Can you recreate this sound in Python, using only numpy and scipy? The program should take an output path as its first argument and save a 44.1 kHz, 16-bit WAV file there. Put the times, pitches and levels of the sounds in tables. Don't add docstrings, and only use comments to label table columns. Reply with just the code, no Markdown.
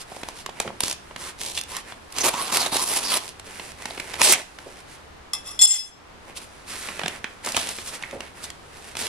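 import sys
import numpy as np
from scipy import signal
from scipy.fft import rfft, irfft
from scipy.io import wavfile
from scipy.ndimage import uniform_filter1d, map_coordinates

SR = 44100
rng = np.random.default_rng(int(sys.argv[2]) if len(sys.argv) > 2 else 0)


def dump(signal):
    limited = np.clip(np.atleast_2d(signal).T, -1, 1)
    pcm = np.round(limited * 32767).astype(np.int16)
    wavfile.write(sys.argv[1], SR, pcm)


N = 400428
TIME = np.arange(N) / SR

# start and end in seconds, fibre level in dB,
# sheet level in dB relative to the fibres, ring of the taut paper in Hz, ring level in dB.
CUTS = [(2.202, 2.214, -15.5, -5.5, 5850, -14), (2.227, 2.288, -17.5, -3.5, 10300, -32),
        (2.334, 2.341, -27.5, 16, 5800, -36), (2.35, 2.43, -33, -4, 2080, -46),
        (2.51, 2.576, -18, -6, 4750, -32), (2.577, 2.631, -22, -6.5, 4250, -28.5),
        (2.655, 2.663, -21.5, 9.5, 3980, -17), (2.706, 2.77, -24.5, -3, 3960, -30),
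        (2.761, 2.841, -26, -4.5, 5570, -38), (2.848, 2.99, -24, -7.5, 5130, -37.5),
        (3.026, 3.116, -31, -2, 4600, -30.5), (3.092, 3.175, -20, -7, 9900, -38),
        (4.18, 4.215, -29, 1, 2700, -32)]
CUT_RISE_S, CUT_T60_S = 0.026, 0.0383
# pitch in Hz, level in dB, free ring time (T60) in seconds,
# left minus right in dB, extra dB while the hand holds it.
KNIFE_MODES = [(815, -33.5, 1, -3, 8.5), (1147, -35.5, 0.34, 2, 25.5), (2052, -24.5, 0.6, -9.5, 7.5),
               (2634, -27, 0.62, 2, 10), (3403, -3, 0.19, 1.5, 0), (4210, -17, 0.16, -4, -8),
               (5280, -4.5, 0.39, 7.5, 1), (5700, -18.5, 0.16, 7.5, 13.5), (6260, -16.5, 0.49, -1.5, -16.5),
               (7230, -11.5, 0.19, -3, 5), (7400, 0, 0.29, 4.5, -7), (8230, -12, 0.28, -1, -20),
               (9843, -5.5, 0.33, -5, 5), (12651, -16, 0.24, 7, -0.5), (13400, -15.5, 0.22, 0, -5.5)]


def from_db(db):
    return np.exp(np.asarray(db) * np.log(10) / 20)


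def rms_one(x):
    return x / np.sqrt(np.mean(x ** 2) + 1e-20)


def at_hz(points, hz):
    known_hz, values = np.transpose(points)
    return np.interp(np.log(np.maximum(hz, 1)), np.log(known_hz), values)


def band(x, low_hz, high_hz):
    sos = signal.butter(2, [low_hz, min(high_hz, .45 * SR)], "band", fs=SR, output="sos")
    return signal.sosfilt(sos, x + 1e-18)


def coloured(x, colour, size=1024):
    cepstrum = irfft(np.log(from_db(at_hz(colour, np.fft.rfftfreq(size, 1 / SR)))))
    cepstrum[1:size // 2] *= 2
    cepstrum[size // 2 + 1:] = 0
    return signal.oaconvolve(x, irfft(np.exp(rfft(cepstrum)))[None], axes=1)[:, :N]


def drift(per_s, size=N):
    knots = rng.standard_normal(size // 64)
    return np.interp(TIME[:size] * per_s, np.arange(len(knots)), knots)


def swell(start, rise_s, end, t60):
    out, span = np.zeros(N), slice(round(start * SR), round((end + 2 * t60) * SR))
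    fading_db = -60 * np.maximum(TIME[span] - end, 0) / t60
    out[span] = np.clip((TIME[span] - start) / rise_s, 0, 1) * from_db(fading_db)
    return out


def grains(per_s, spread_db):
    sizes = from_db(spread_db * np.minimum(rng.exponential(1, N), 4)) * rng.choice([-1, 1], N)
    return rms_one(sizes * (rng.random(N) < per_s / SR))


def two_ports(x, apart_db=-1.5, apart_hz=1500):
    between = np.roll(x, 1) + np.roll(x, 2)
    left = between / 2 + (between - x - np.roll(x, 3)) / 8
    own = signal.lfilter(*signal.butter(1, apart_hz, "high", fs=SR), x * rng.standard_normal((2, N)))
    return np.array([left, x]) + from_db(apart_db) * own


def room_tone(air_db=-46, hum_hz=75, hum_db=-60):
    # frequency in Hz, relative level in dB.
    colour = [(22, -11.5), (72, -8.5), (102, -10), (159, -13.5), (240, -12.5), (1180, -14), (3450, -24.5),
              (10900, -37.5), (15600, -56)]
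    # frequency in Hz, likeness from 0 to 1.
    likeness = [(40, 1), (250, 0.23), (1000, 0), (4000, 0), (12000, 0)]
    hz = np.fft.rfftfreq(N, 1 / SR)
    mid, side = rfft(rng.standard_normal((2, N))) * from_db(at_hz(colour, hz))
    alike = np.clip(at_hz(likeness, hz), 0, 1)
    air = irfft(np.sqrt(1 + alike) * mid + np.sqrt(1 - alike) * side * [[1], [-1]], N)
    hum = band(rng.standard_normal(N), hum_hz - 4, hum_hz + 4)
    return from_db(air_db) * rms_one(air) + from_db(hum_db) * rms_one(hum)


def bending(x, depth_db, per_s, sharpness=0.85, count=8):
    for hz in np.geomspace(400, 10000, num=count):
        resonance = signal.lfilter(*signal.iirpeak(hz, sharpness, fs=SR), x)
        x = x + (from_db(depth_db * drift(per_s)) - 1) * resonance
    return x


def rubbing(edge_s=0.017, flex_db=-5, catch_flex_db=9, crackle_db=-1, resting_db=-60):
    # start and end in seconds, level in dB,
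    # treble lift in dB, crackle from 0 to 1.
    strokes = [(0, 0.029, -36, 5.5, 0.2), (0.065, 0.338, -47.5, 0, 0.54), (0.335, 0.44, -49.5, 4.5, 0.16),
               (0.537, 0.705, -44.5, -6.5, 0.3), (0.607, 0.63, -36, 6, 0.2), (0.804, 0.947, -38, 4.5, 0.4),
               (1.17, 1.322, -41, 1, 0), (1.385, 1.543, -44, 7.5, 0.62), (1.54, 1.613, -43, 11.5, 0.7),
               (1.676, 1.82, -40.5, 1, 0.4), (1.843, 1.948, -43.5, -5, 0.16), (3.217, 3.325, -48, 4, 0.54),
               (3.436, 3.739, -43.5, -2, 0.34), (3.772, 4.222, -43, -3, 0.37),
               (4.345, 4.428, -31.5, -2, 0.46), (4.586, 4.833, -53, -1, 0.52),
               (4.87, 4.985, -52, -0.5, 0.04), (6.26, 6.326, -44, -4.5, 0.73), (6.364, 6.383, -34, 10, 0.3),
               (6.388, 6.466, -48.5, 4.5, 0.3), (6.666, 6.934, -39, 0.5, 0), (6.888, 7.2, -41.5, -4, 0.26),
               (7.434, 7.533, -32.5, -1, 0.12), (7.52, 7.743, -36, 3.5, 0.32), (7.72, 7.854, -45.5, 4, 0),
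               (7.838, 7.924, -41, 5.5, 0), (7.916, 7.978, -33, -1.5, .15), (7.968, 8.182, -44.5, -8, 0.24),
               (8.19, 8.307, -44.5, -7, 0.63), (8.344, 8.51, -45, -4, 0.1),
               (8.431, 8.455, -33.5, 6.5, 0.26), (8.713, 8.95, -49.5, 0.5, 0.32),
               (8.966, 9.093, -35.5, 4, 0.28)]
    # frequency in Hz, gain in dB.
    colour = [(59, -59.5), (100, -2.5), (777, 3.5), (1070, 11), (1530, 7), (2760, 5.5), (6570, -10),
              (10000, -6.5), (15600, -26)]
    power, crackle = np.zeros((3, N)), np.zeros(N)
    for start, end, db, treble_db, catching in strokes:
        span = slice(max(round((start - edge_s) * SR), 0), round((end + edge_s) * SR))
        inside_s = np.minimum(TIME[span] - start, end - TIME[span])
        speed = np.clip((inside_s / edge_s + 1) / 3, 0, 1) ** 3
        bands_db = db + np.array([[flex_db + catch_flex_db * catching], [0], [treble_db]])
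        power[:, span] += from_db(bands_db) ** 2 * speed
        crackle[span] = catching
    hiss = grains(per_s=14000, spread_db=3.5) * np.sqrt(1 - crackle)
    ticks = grains(per_s=280, spread_db=3.0) * np.sqrt(crackle) * from_db(crackle_db)
    sheet = bending(coloured(two_ports(hiss + ticks), colour), depth_db=1.2, per_s=20)
    in_hand = np.interp(TIME, [4.9, 5.1, 6.2, 6.3], [1, 0, 0, 1])
    flex, rub, fizz = np.sqrt(power + in_hand * from_db(resting_db) ** 2)
    return (from_db(0.5) * flex * rms_one(band(sheet, 97, 837))
            + from_db(1.0) * rub * rms_one(band(sheet, 1074, 2400))
            + from_db(2.44) * fizz * rms_one(band(sheet, 4810, 13200)))


def snaps(slowest_s=0.0018, quickening=0.31, flap_s=0.0092, flap_db=-15):
    # time in seconds, relative level in dB, pitch in octaves above base_hz.
    buckles = [(0.118, -41, -1.6), (0.232, -34.5, 0.5), (0.286, -33, 1.45), (0.461, -32, 1.02),
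               (0.493, -42, 0.67), (0.6, -21, 1.27), (0.676, -34.5, -0.33), (0.805, -23, 1.22),
               (0.835, -22, 1.32), (0.88, -25.5, 1.75), (0.897, -30, 1.8), (0.911, -26.5, 1.32),
               (0.927, -29, 2.2), (1.109, -46.5, -0.55), (1.161, -36, 0.66), (1.413, -30, 1.3),
               (1.434, -31, 1.8), (1.462, -31, 1.4), (1.575, -27, 1.45), (1.591, -32, 1.85),
               (1.612, -28, 2.3), (1.636, -36, 2.5), (1.766, -27, 1.4), (1.921, -40, 0.16),
               (2.123, -36.5, 1.7), (2.184, -22.5, 1.5), (2.192, -33, 1.9), (3.396, -39, 1.18),
               (3.596, -35.5, 0.21), (3.821, -39.5, 1.05), (3.855, -32, 0.81), (3.976, -36, -0.19),
               (3.999, -32.5, 0.77), (4.139, -34, 0.79), (4.215, -14, 1.08), (4.322, -19, 1.1),
               (4.586, -40.5, 0.56), (6.886, -33, 0.2), (6.993, -31, 0.45), (7.014, -35, -0.2),
               (7.034, -29, 0), (7.059, -27, 0.26), (7.08, -27.5, 0.95), (7.242, -30.5, 0.33),
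               (7.447, -32, 1.3), (7.461, -26.5, 1.8), (7.471, -34, -0.22), (7.488, -28.5, 1.7),
               (7.52, -27, 1.7), (7.545, -29.5, 0.11), (7.566, -19.5, 1.1), (7.574, -28, 0.5),
               (7.689, -27, 2.1), (7.785, -36.5, 0.4), (8.024, -37.5, 0.7), (8.11, -42.5, 0.74),
               (8.205, -36, 0.8), (8.502, -36, 1.13), (8.952, -37, 0.66), (8.968, -30.5, 1.08)]
    # frequency in Hz, gain in dB.
    colour = [(80, -0.5), (200, 1.5), (500, 1), (900, 3), (1500, -7), (2500, -3), (5000, -5.5),
              (10000, -6.5), (13000, -12.5), (16000, -27.5)]
    base_hz, fall_db_per_octave, bass_lift_db = 2000, 10.5, 11
    out, age = np.zeros((2, N)), TIME[:3000]
    fibres = two_ports(rng.standard_normal(N))
    band_octaves = np.log2(np.array([500, 2000, 6500]) / base_hz)
    for s, db, octaves in buckles:
        span = slice(round(s * SR), round(s * SR) + len(age))
        bands_db = np.array([bass_lift_db, 0, 0]) - fall_db_per_octave * np.abs(band_octaves - octaves)
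        shares = from_db(bands_db - bands_db.max())
        burst_s = slowest_s / 2 ** (quickening * max(octaves, 0))
        crack = fibres[:, span] * age / burst_s * np.exp(1 - age / burst_s)
        flap = crack + from_db(flap_db) * fibres[:, span] * np.exp(-age / flap_s)
        parts = band(flap, 97, 1220), -band(crack, 1290, 3540), band(crack, 4240, 12900)
        out[:, span] += from_db(db) * sum(share * rms_one(part) for share, part in zip(shares, parts))
    return from_db(-4.0) * coloured(out, colour)


def pops():
    # time in seconds, pitch in Hz, envelope peak in dB, swell in seconds.
    panels = [(0.167, 665, -25.5, 0.00054), (0.234, 745, -21, 0.00045), (0.287, 860, -20.5, 0.0005),
              (0.462, 1070, -26, 0.0013), (0.491, 755, -22.5, 0.00054), (0.603, 620, -13.5, 0.00039),
              (0.704, 900, -25, 0.00072), (0.806, 10200, -5.5, 0.00018), (0.834, 4670, -15.5, 0.0006),
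              (0.836, 300, -21.5, 0.00066), (1.577, 3060, -16, 0.00024), (2.725, 300, -23.5, 0.0014),
              (2.757, 480, -17, 0.00076), (3.908, 3960, -21, 0.00028), (3.908, 704, -26, 0.00087),
              (3.998, 2260, -21.5, 0.00071), (4.336, 2300, -10, 0.00072), (7.243, 1810, -14.5, 0.00036),
              (8.037, 2130, -16.5, 0.00049)]
    out, age = np.zeros((2, N)), TIME[:1500]
    lag_s = np.array([[.00003], [0]])
    for s, hz, db, swell_s in panels:
        at = round(s * SR)
        envelope = from_db(db) * age / swell_s * np.exp(1 - age / swell_s)
        out[:, at:at + len(age)] += envelope * np.sin(2 * np.pi * hz * (age - lag_s))
    return out


def hollow_paper(sharpness=1.5):
    # start in seconds, pitch in Hz, level in dB, T60 in seconds.
    hollows = [(0.604, 895, -32.5, 0.059), (0.648, 480, -33, 0.33), (0.648, 198, -38, 0.39),
               (1.573, 2960, -24, 0.08), (4.323, 8050, -10, 0.033), (4.661, 445, -38, 0.19),
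               (7.036, 163, -32, 0.14), (7.242, 1890, -37, 0.21), (7.463, 507, -31, 0.043),
               (8.034, 2000, -32, 0.072), (8.128, 476, -31.5, 0.27), (8.128, 186, -40, 0.37)]
    out, age = np.zeros((2, N + SR))[0], TIME[:SR // 3]
    for s, hz, db, t60 in hollows:
        ringing = signal.lfilter(*signal.iirpeak(hz, sharpness, fs=SR), rng.standard_normal(len(age)))
        at = round(s * SR)
        out[at:at + len(age)] += rms_one(band(ringing, hz / 2, hz * 2)) * from_db(db - 60 * age / t60)
    return out[:N]


def wandering_rings(rows, sharpness=8, wander=.07):
    out, breaks = np.zeros((2, N)), two_ports(grains(per_s=2500, spread_db=1.0))
    read_speed = 1 + wander * drift(per_s=30)
    for start, end, hz, db in rows:
        span = slice(round(start * SR), round((end + CUT_T60_S) * SR))
        catches = breaks[:, span.start:span.start + SR // 2]
        ringing = signal.lfilter(*signal.iirpeak(hz, sharpness, fs=SR), catches)
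        positions = np.cumsum(read_speed[span])
        gliding = np.array([map_coordinates(port, [positions], order=3) for port in ringing])
        envelope = from_db(db) * swell(start, CUT_RISE_S, end, CUT_T60_S)[span]
        out[:, span] += envelope * rms_one(band(gliding, hz * .75, hz / .75))
    return out


def ringing_fold(pocket_hz=1060, overtone_ratio=1.9, overtone_db=-10):
    # start and end in seconds, level in dB.
    scrapes = [(1.19, 1.304, -48), (1.69, 1.786, -43.5), (2.18, 2.29, -45), (2.33, 2.423, -33.5),
               (2.52, 2.61, -35.5), (2.65, 2.673, -40), (2.73, 2.832, -37.5), (3.11, 3.175, -39)]
    taut = [(start, end, hz, db) for start, end, _, _, hz, db in CUTS]
    air = [(start, end, pocket_hz * ratio, db + partial_db) for start, end, db in scrapes
           for ratio, partial_db in ((1, 0), (overtone_ratio, overtone_db))]
    return wandering_rings(taut) + wandering_rings(air)


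def tearing(sheet_gain, fibre_gain, colour, per_s, spread_db, judder_db):
    breaks = grains(per_s, spread_db) * from_db(judder_db * drift(per_s=260))
    paper = bending(coloured(two_ports(breaks), colour), depth_db=3.3, per_s=30, sharpness=4, count=9)
    return sheet_gain * rms_one(band(paper, 100, 2300)) - fibre_gain * rms_one(band(paper, 2700, 18000))


def slitting(glide_sheet_db=-3, glide_fibre_db=-3.5, trim_db=-2):
    # time in seconds, relative level in dB.
    glide_curve = [(2.1, -53), (2.176, -28), (2.342, -32), (2.664, -27), (2.732, -43), (3.014, -30.5),
                   (3.182, -36), (3.26, -41.5)]
    # frequency in Hz, gain in dB.
    colour = [(59, -48), (100, -15), (276, -7), (542, -7), (1000, -3), (1600, -11.5), (2100, -9),
              (2600, -7.5), (3950, -6), (7000, -4), (9000, -1.5), (10400, 2.5), (12300, -8), (15600, -19.5)]
    glide_db = np.interp(TIME, *np.transpose(glide_curve), left=-140, right=-140)
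    sheet_power = from_db(glide_db + glide_sheet_db) ** 2
    fibre_power = from_db(glide_db + glide_fibre_db) ** 2
    for start, end, db, sheet_db, _, _ in CUTS:
        cut_power = (from_db(db) * swell(start, CUT_RISE_S, end, CUT_T60_S)) ** 2
        sheet_power += cut_power * from_db(sheet_db) ** 2
        fibre_power += cut_power
    sheet, fibres = np.sqrt(sheet_power), np.sqrt(fibre_power)
    return from_db(trim_db) * tearing(sheet, fibres, colour, per_s=4500, spread_db=1.5, judder_db=2.4)


def ripping(start_s=4.213, end_s=4.336, rise_s=.04, sag_db_per_s=18, sheet_db=-23.5, fibre_db=-12):
    # frequency in Hz, gain in dB.
    colour = [(59, -88), (100, -17), (341, -10), (850, -6), (1400, -11), (3870, -4.5), (7000, -2),
              (10000, 4), (11500, -6.5), (14100, -15), (15600, -44)]
    pull_db = -sag_db_per_s * np.clip(TIME - start_s - rise_s, 0, end_s - start_s)
    sheet = from_db(sheet_db + pull_db) * swell(start_s, rise_s, end_s, t60=0.28)
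    fibres = from_db(fibre_db + pull_db) * swell(start_s, rise_s, end_s, t60=0.037)
    return tearing(sheet, fibres, colour, per_s=14000, spread_db=1.6, judder_db=1.2)


def blade(size, wobble_rad, per_s, buzz_db=2.2):
    hz, _, _, pan_db, _ = np.transpose(KNIFE_MODES)
    sides = from_db(np.array([pan_db, -pan_db]) / 2)[:, :, None]
    lag_s = np.array([0, .00004])[:, None, None]
    rocking = np.array([drift(per_s, size=2 * size) for _ in hz]).reshape(len(hz), 2, -1)
    phase = 2 * np.pi * hz[:, None] * (TIME[:size] - lag_s) + wobble_rad * rocking[:, 1]
    return sides * from_db(buzz_db * rocking[:, 0]) * np.sin(phase)


def knife_on_anvil(release_s=5.58, focus_db=9, contact_s=0.00033, ring_kept=0.67):
    # time in seconds, strength in dB, most excited frequency in Hz,
    # share of the free ring time.
    clinks = [(5.3334, -11, 4320, 0.2), (5.35, -21.5, 4330, 0.35), (5.5909, -12.5, 3400, 1),
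              (5.6128, -8, 6230, 0.76), (5.618, -2, 7400, 1), (5.629, -10.5, 5180, 0.34),
              (5.6353, -7, 9800, 0.9), (5.657, -8.5, 5260, 1), (5.673, -7, 7860, 0.8),
              (5.708, -7.5, 7330, 0.86), (5.724, -9, 7300, 0.7), (5.757, -12.5, 5700, 0.78)]
    # start and rise in seconds, level in dB, T60 in seconds.
    chatter = [(5.335, 0.0096, -28, 0.18), (5.44, 0.047, -29, 0.29), (5.595, 0.16, -14, 0.27)]
    tick_s, tick_db, grit_db = .003, -5, -13
    hz, mode_db, t60, _, held_db = np.transpose(KNIFE_MODES)
    age, out = TIME[:SR // 2], np.zeros((2, N))
    span = slice(round((clinks[0][0] - .01) * SR), round(clinks[-1][0] * SR) + len(age))
    pressed = blade(len(age), wobble_rad=1.0, per_s=260)
    loose = blade(len(age), wobble_rad=.2, per_s=60)
    fading_db = -60 * age / t60[:, None]
    touching = 1 - np.exp(-age / contact_s)

    def ring(in_hand, strength_db, ring_share):
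        modes, level_db = (pressed, mode_db + held_db) if in_hand else (loose, mode_db)
        return np.sum(modes * from_db((level_db + strength_db)[:, None] + fading_db / ring_share), axis=1)

    for s, db, best_hz, ring_share in clinks:
        off_focus = np.minimum(np.abs(np.log2(hz / best_hz)) * 2, 1)
        clink = ring(s < release_s, db - focus_db * off_focus, ring_share)
        tick = band(rng.standard_normal((2, len(age))) * np.exp(-age / tick_s), 3500, 10600)
        after = slice(round(s * SR), round(s * SR) + len(age))
        out[:, after] *= 1 - (1 - ring_kept) * touching
        out[:, after] += clink * touching + from_db(db + tick_db) * tick
    contact = sum(from_db(db) * swell(s, rise_s, s + rise_s, fade_s) for s, rise_s, db, fade_s in chatter)
    taps, held = grains(per_s=8700, spread_db=4.0) * contact, TIME < release_s
    for scraping, in_hand, ring_share in ((taps * held, True, 0.11), (taps * ~held, False, 0.23)):
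        response = ring(in_hand, 0, ring_share)
        rattle = signal.oaconvolve(scraping[None, span], response / np.linalg.norm(response), axes=1)
        out[:, span] += rattle[:, :span.stop - span.start]
    out[:, span] += from_db(grit_db) * band(two_ports(taps)[:, span], 4200, 6100)
    steel_band = signal.cheby1(7, .5, [750, 13200], "band", fs=SR, output="sos")
    out[:, span] = signal.sosfilt(steel_band, out[:, span])
    return out


def to_the_right(x):
    # frequency in Hz, left minus right in dB.
    balance = [(100, -2), (400, -2), (1000, -3.5), (2200, -4), (4200, -1.8), (9000, -1.5)]
    return np.vstack([coloured(port[None], [(hz, side * db / 2) for hz, db in balance])
                      for port, side in zip(x, (1, -1))])


def workshop_reverb(x, wet_db=-14, t60=0.33, build_s=0.0076):
    age = TIME[:SR // 2]
    noise = rng.standard_normal((2, len(age))) * np.clip(age / build_s, 0, 1)
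    fading_db = -60 * age / t60
    body = band(noise, 134, 5100) * from_db(fading_db)
    bright = band(noise, 2960, 14000) * from_db(fading_db * 0.94)
    tail = body - 0.31 * bright
    tail /= np.linalg.norm(tail, axis=1, keepdims=True)
    return from_db(wet_db) * signal.oaconvolve(x, tail, axes=1)[:, :N]


def scene():
    tears = slitting() + ripping()
    paper = to_the_right(tears + rubbing() + ringing_fold() + snaps() + pops() + hollow_paper())
    near = paper + knife_on_anvil()
    return near + workshop_reverb(near) + room_tone()


def record(dry, threshold_db=-11, release_db_per_s=24, reaction_s=.043, cutoff_hz=16200):
    power = uniform_filter1d(dry ** 2, size=440).max(axis=0)
    level_db = 10 * np.log10(np.maximum(power, 1e-12))
    over_db = np.clip(3 * (level_db - threshold_db), 0, 8.5)
    held_db = np.maximum.accumulate(over_db + release_db_per_s * TIME) - release_db_per_s * TIME
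    duck_db = np.interp(TIME - reaction_s, TIME, uniform_filter1d(held_db, size=128))
    overloaded = np.clip(dry * from_db(-duck_db), -.88, .88)
    return signal.sosfilt(signal.cheby2(16, 60, cutoff_hz, fs=SR, output="sos"), overloaded)


dry = scene()
out = record(dry)
dump(out)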